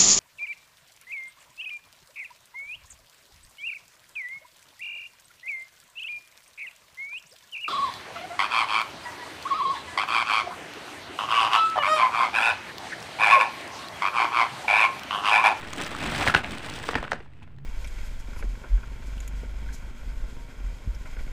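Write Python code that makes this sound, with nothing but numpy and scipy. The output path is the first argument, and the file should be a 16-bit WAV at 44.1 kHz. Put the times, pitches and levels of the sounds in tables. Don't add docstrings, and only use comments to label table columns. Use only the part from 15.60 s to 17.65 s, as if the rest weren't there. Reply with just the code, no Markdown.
import sys
import numpy as np
from scipy import signal
from scipy.fft import rfft, irfft
from scipy.io import wavfile
from scipy.ndimage import uniform_filter1d

SR = 44100
rng = np.random.default_rng(int(sys.argv[2]) if len(sys.argv) > 2 else 0)


def nominal_scale(level):
    x = np.asarray(level, float) / 20
    return 10 ** x


def transcribe(signal):
    frames = np.atleast_2d(signal).T
    limited = np.clip(frames, -1, 1)
    pcm = np.round(limited * 32767).astype(np.int16)
    wavfile.write(sys.argv[1], SR, pcm)


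N = 90404

# freq_hz, density_db_per_hz
ROOM_SPECTRUM = [(20, -6.5), (60, -5), (100, -3), (150, -11), (300, -29), (2200, -44.5), (6000, -64),
                 (12000, -93.5)]
# freq_hz, density_db_per_hz
AIR_SPECTRUM = [(12, -38), (20, -32.5), (59, 4.5), (248, 0.5), (278, -2.5), (400, -8.5), (520, -64.5),
                (880, -120)]
# start_s, peak_db, length_s
AIR_FLAPS = [(0.201, -37, 0.0072), (0.346, -44, 0.021), (0.465, -32, 0.026), (0.482, -32, 0.034),
             (0.597, -31, 0.026), (0.676, -21.5, 0.02), (0.756, -19.5, 0.014), (1.298, -35, 0.025),
             (1.354, -26, 0.02), (1.391, -26.5, 0.036), (1.52, -50, 0.021), (1.588, -35.5, 0.026)]
# time_s, effort_db, crispness_db, air_push_db
HANDLING_CURVE = [(0, -40, -3, -5), (.16, -43, 3, -5), (.3, -39, -0.5, -5), (.64, -28.5, 2, -3.5),
                  (.84, -39, 1.5, -1), (1.03, -38.5, 2.5, -4.5), (1.2, -41.5, 3, -7.5),
                  (1.27, -39.5, 4.5, -4), (1.4, -43.5, -4, 2.5), (1.5, -47, -2.5, -4.5),
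                  (1.55, -51.5, 0.5, 7), (1.58, -52.5, -7, -2.5), (1.639, -61.5, -2, -1.5),
                  (2.05, -67, -5, 6.5)]
# centre_s, extra_effort_db,
# half_length_s
CRUMPLE_BURSTS = [(0.206, 9, 0.046), (0.354, 0.5, 0.0092), (0.447, 5, 0.027), (0.611, 3.5, 0.014),
                  (0.039, 3, 0.0024), (0.093, -1.5, 0.0057), (0.376, -3, .008), (0.417, -2.5, 0.0082),
                  (.636, -3, 0.011), (0.267, 4, 0.0093), (0.682, 6.5, 0.022), (0.733, -8.5, 0.0067),
                  (0.778, 6, 0.022), (0.824, -7.5, 0.01), (0.936, 6, 0.023), (0.961, -3.5, 0.046),
                  (1.167, 4, 0.017), (1.287, -1, 0.003), (1.3, 2, 0.018), (1.375, 5, 0.031),
                  (1.446, 5.5, 0.015), (1.488, -5.5, 0.011), (1.533, 9, 0.024), (1.629, 6, 0.0065),
                  (1.653, 2.5, 0.0068), (1.736, 1.5, .015), (1.83, 13, 0.015), (1.821, -3.5, .005),
                  (1.286, 2, .006), (0.477, 1.5, 0.019), (0.858, 2.5, 0.0028), (1.067, 3.5, .006),
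                  (1.58, 2, .02), (0.797, -1.5, 0.016), (1.799, 4, 0.022), (1.877, 6, 0.0043),
                  (1.997, -3, 0.016)]
# freq_hz, density_db_per_hz
CREASE_SPECTRUM = [(1760, -27.5), (3000, -1), (3500, -2), (4290, -6), (6950, -12.5), (8170, -8),
                   (10400, -18), (14900, -30), (16000, -19.5)]
# start_s, peak_db, pitch_hz
CREASE_TICKS = [(0.1344, -17, 6700), (0.175, -25, 8200), (0.187, -26, 7990), (0.2141, -15, 8200),
                (0.2205, -13.5, 5900), (0.2469, -18, 4500), (0.2637, -17, 8300), (0.2678, -22, 6900),
                (.2756, -35, 14900), (.3498, -25.5, 8100), (0.389, -24, 5000), (0.4642, -18.5, 7740),
                (0.5814, -22, 8170), (.7415, -25, 9000), (0.9091, -20, 5400), (0.9208, -22, 8700),
                (0.9831, -20.5, 8430), (1.0623, -21, 8050), (1.0994, -18, 8260), (1.139, -22, 5640),
                (1.1597, -31, 8550), (1.189, -27, 5340), (1.229, -24.5, 7900), (1.427, -26, 4140),
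                (1.964, -53.5, 3470), (1.5132, -28, 9100), (1.5169, -23, 4260), (1.735, -46.5, 3910),
                (1.986, -43, 3920), (0.0114, -24.5, 3550), (0.019, -26.5, 3300), (0.0367, -35, 5000),
                (0.0743, -23.5, 3080), (0.084, -28, 2800), (.115, -38, 4950), (0.131, -18, 2580),
                (.236, -20, 8150), (0.308, -22, 2580), (.3285, -24, 3520), (.365, -25, 3000),
                (0.4156, -25, 8200), (0.437, -19, 2940), (0.448, -31, 3000), (.496, -28, 5000),
                (.549, -22, 4500), (0.5547, -21, 5000), (.598, -20, 8000), (.748, -9.5, 5000),
                (0.764, -19, 4300), (1.035, -33, 3000), (1.1989, -30, 2500), (1.271, -27, 2500),
                (1.3554, -19.5, 4700), (1.83, -44.5, 2990), (1.835, -46, 4600), (1.92, -56, 3210),
                (0.43, -37, 2800), (0.469, -24, 3330), (.481, -25, 2590), (.6105, -20.5, 3000),
                (.586, -20.5, 2500), (1.5325, -32.5, 4220)]
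# start_s, peak_db, ring_hz, ring_length_s
PANEL_SNAPS = [(0.1338, -23.5, 1290, 0.0018), (0.349, -21, 1324, 0.0027), (0.608, -21.5, 2390, 0.0028),
               (0.6686, -14.5, 870, 0.002), (0.6755, -7.5, 2080, 0.0019), (0.6826, -11.5, 1720, 0.0021),
               (0.6961, -14.5, 1490, 0.0045), (0.699, -17, 1470, 0.0032), (0.74, -9, 980, 0.0013),
               (0.7472, -0.5, 2450, 0.0011), (0.748, 1.5, 1564, 0.0031), (0.763, -13.5, 2800, 0.0043),
               (0.774, -20, 2570, 0.0018), (0.8448, -17, 2580, 0.0011), (1.2387, -26.5, 1750, 0.0036),
               (1.2896, -8.5, 1260, 0.00082), (1.293, -24, 375, 0.004), (1.307, -30, 1970, 0.0073),
               (1.3337, -17, 1280, 0.00042), (1.3405, -25.5, 890, 0.0017), (1.3433, -19.5, 3040, 0.0013),
               (1.3536, -11, 1840, 0.0015), (1.356, -15, 880, 0.0026), (1.3568, -22.5, 287, 0.011),
               (1.362, -33, 1670, 0.0034), (1.372, -27, 1850, 0.0048), (1.382, -26.5, 1700, 0.0061),
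               (1.4277, -24.5, 1420, 0.00087), (1.429, -23.5, 595, 0.0025), (1.441, -24, 3140, 0.0015),
               (1.449, -30.5, 1530, 0.0046), (1.479, -26, 1550, 0.0026), (1.5179, -10.5, 1650, 0.0012),
               (1.5194, -16, 757, 0.0029), (1.5317, -11, 1610, 0.0009), (1.533, -21, 630, 0.0025),
               (1.556, -33, 1910, 0.0021), (1.603, -36, 1980, 0.0015), (1.604, -37, 420, 0.0074),
               (1.659, -43.5, 930, 0.0035), (1.8765, -45, 800, 0.0021), (1.735, -43.5, 2100, 0.0012),
               (1.9847, -44, 1760, 0.0026), (.049, -27, 1720, 0.0014), (0.192, -28, 2330, 0.0038),
               (0.429, -26, 2260, 0.0025), (.5202, -19, 1590, .002), (0.58, -31, 1480, 0.0025),
               (0.6086, -25, 2160, 0.0011), (0.617, -21, 1600, .002), (0.7412, -10, 1600, .0025)]
# freq_hz, density_db_per_hz
PANEL_SPECTRUM = [(100, -35), (300, -10), (700, -1), (1600, 0), (2600, -6), (4500, -16), (8000, -33),
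                  (14000, -58)]
# freq_hz, density_db_per_hz
FILM_SPECTRUM = [(88, -19.5), (150, -4.5), (303, 4.5), (341, -1), (524, -9.5), (846, -7.5), (987, -8),
                 (2580, -4.5), (9000, -38), (11700, -54), (19800, -120)]
# freq_hz, gain_db
MIC_RESPONSE = [(1000, 0), (1550, 0.5), (2200, -0.5), (13000, -5.5), (15300, 8), (15500, 0), (15750, -40)]


def evened(x):
    return x / np.sqrt(np.mean(x ** 2) + 1e-20)


def colour(x, spectrum):
    hz = abs(np.fft.fftfreq(8192, 1 / SR))
    table_hz, table_db = np.transpose(spectrum)
    gain_db = np.interp(np.log(hz + 1), np.log(table_hz + 1), table_db)
    log_gain = np.log(nominal_scale(np.maximum(gain_db, -100)))
    taps = np.fft.ifft(np.exp(np.conj(signal.hilbert(log_gain)))).real[:4096]
    return signal.oaconvolve(x, taps / np.linalg.norm(taps))[:len(x)]


def wander(smooth_s):
    size = max(int(smooth_s * SR), 2)
    once = uniform_filter1d(rng.standard_normal(N), size)
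    return evened(uniform_filter1d(once, size))


def clicks(per_s, spread_db):
    struck = rng.random(N) < per_s / SR
    size = np.minimum(rng.exponential(1, N), 4)
    sign = rng.choice([-1, 1], N)
    return evened(struck * nominal_scale(spread_db * size) * sign)


def add(mix, start_s, sound):
    part = mix[max(round(start_s * SR), 0):][:len(sound)]
    part += sound[:len(part)]


def control(column):
    rows = np.array(HANDLING_CURVE)
    return np.interp(np.arange(N) / SR, rows[:, 0], rows[:, column])


def effort():
    t = np.arange(N) / SR
    bursts_db = sum(db * np.exp(-((t - s) / half_s) ** 2) for s, db, half_s in CRUMPLE_BURSTS)
    return control(column=1) + bursts_db


def room_tone():
    room_db, hum_db, hum_hz, hum_width_hz = -50, -55, 140, 2
    swell_peak_db, swell_s, swell_half_s = 8.5, 2.006, 0.2
    t = np.arange(N) / SR
    rumble = evened(colour(rng.standard_normal(N), ROOM_SPECTRUM))
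    turn = np.exp(2j * np.pi * hum_hz * t)
    pole = np.exp(-np.pi * hum_width_hz / SR)
    hum = (turn * signal.lfilter([1], [1, -pole], rng.standard_normal(N) / turn)).real
    swell_db = swell_peak_db * np.exp(-((t - swell_s) / swell_half_s) ** 2)
    return nominal_scale(room_db) * rumble + nominal_scale(hum_db + swell_db) * evened(hum)


def walls(x):
    t60_s, spacing = 0.22, 22
    taps = np.zeros(SR // 2)
    at = np.arange(200, len(taps) - spacing, spacing)
    taps[at + rng.integers(0, spacing, len(at))] = rng.choice([-1., 1.], len(at))
    decay = nominal_scale(-60 * np.arange(len(taps)) / SR / t60_s)
    taps = signal.lfilter([1], [1, -.5], taps * decay)
    return signal.fftconvolve(x, taps / np.linalg.norm(taps))[:N]


def air():
    air_db, follow, pivot_db, lump_db, flap_db = -2.5, 0.8, -35, 1.5, -1
    level_db = pivot_db + follow * (effort() - pivot_db) + control(column=3) + air_db
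    level_db += lump_db * wander(0.06)
    out = evened(colour(rng.standard_normal(N), AIR_SPECTRUM)) * nominal_scale(level_db)
    for start_s, db, length_s in AIR_FLAPS:
        u = np.linspace(0, 1, max(int(length_s * SR), 9))
        window = np.sin(np.pi * u ** 0.53) ** 2
        add(out, start_s, -nominal_scale(db + flap_db) * np.sin(3 * np.pi * u) * window)
    return out


def creases(clump):
    crease_db, hiss_db = -9, -4
    drive = clicks(per_s=1500, spread_db=2) + nominal_scale(hiss_db) * rng.standard_normal(N)
    lumps_db = 1.63 * clump + 2.3 * wander(0.0068)
    level_db = effort() + control(column=2) + crease_db
    return evened(colour(drive * nominal_scale(lumps_db), CREASE_SPECTRUM)) * nominal_scale(level_db)


def ticks():
    tick_db, ring_db, decay_s, rise_s = -4, 0.5, 0.00059, 0.0004
    out, t = np.zeros(N), np.arange(600) / SR
    envelope = np.exp(-t / decay_s) * np.minimum(t / rise_s, 1)
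    for start_s, db, hz in CREASE_TICKS:
        crack = colour(rng.standard_normal(len(t)), CREASE_SPECTRUM)
        ring = nominal_scale(ring_db) * np.sin(2 * np.pi * hz * t)
        add(out, start_s, nominal_scale(db + tick_db) * (crack + ring) * envelope)
    return out


def snaps():
    snap_db, rise_ratio, sag, rattle_db = -0.5, 0.23, 0.028, -9
    crack_db, crack_s, tail_db, tail_s = -17, 0.00098, -10.5, 0.013
    push_db, push_max_db, push_hz, push_s = -14, -11, 574, 0.0046
    crack_spectrum = CREASE_SPECTRUM[:-3] + [(12000, -46)]
    out, t = np.zeros(N), np.arange(4000) / SR
    for start_s, db, hz, length_s in PANEL_SNAPS:
        n = rng.standard_normal(len(t) + 2)
        u = t / max(length_s, 0.0005)
        rise = 1 - np.exp(-t / (rise_ratio * length_s))
        film = colour(n[2:], PANEL_SPECTRUM)
        excess_db = min(push_max_db - db, 0)
        ring = -np.sin(2 * np.pi * hz * t * (1 - sag * np.minimum(u, 2)))
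        ring += nominal_scale(rattle_db + 0.5 * excess_db) * film
        ring += nominal_scale(crack_db) * colour(n[:1:-1], crack_spectrum) * np.exp(-t / crack_s)
        bag_hz = push_hz * np.exp(0.2 * n[0])
        push = -nominal_scale(push_db + excess_db) * np.sin(2 * np.pi * bag_hz * t) * np.exp(-t / push_s)
        shiver = nominal_scale(tail_db - 60 * t / tail_s) * film
        add(out, start_s, nominal_scale(db + snap_db) * rise * (ring * np.exp(-u ** 2) + push + shiver))
    return out


def crackle(clump):
    clump_db, rustle_db, patches = 2, -8, 16
    train = clicks(per_s=2500, spread_db=0.5)
    patch = rng.integers(0, patches, N)
    out, t = np.zeros(N), np.arange(300) / SR
    for k, hz in enumerate(np.geomspace(500, 5000, num=patches)):
        ring = np.cos(2 * np.pi * hz * t) * np.exp(-t * hz / 0.97)
        ring[0] += 1.5
        out += signal.oaconvolve(train * (patch == k), ring / np.linalg.norm(ring))[:N]
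    drive = evened(out) + nominal_scale(rustle_db) * rng.standard_normal(N)
    return evened(colour(drive * nominal_scale(clump_db * clump), FILM_SPECTRUM)) * nominal_scale(effort())


def scene():
    wet_db = -16
    clump = wander(0.0037)
    bag = crackle(clump) + creases(clump) + snaps() + ticks()
    return (bag + nominal_scale(wet_db) * walls(bag) + air() + room_tone())[None]


def low_pass(x):
    return signal.sosfilt(signal.butter(12, 16050, fs=SR, output="sos"), x)


def record(dry):
    offset = 0.0074
    hz = np.fft.rfftfreq(2 * N, 1 / SR)
    mic_hz, mic_db = np.transpose(MIC_RESPONSE)
    heard = irfft(rfft(dry, 2 * N) * nominal_scale(np.interp(hz, mic_hz, mic_db)))[:, :N]
    return low_pass(np.clip(heard + offset, -1, 1))


dry = scene()
out = record(dry)
transcribe(out)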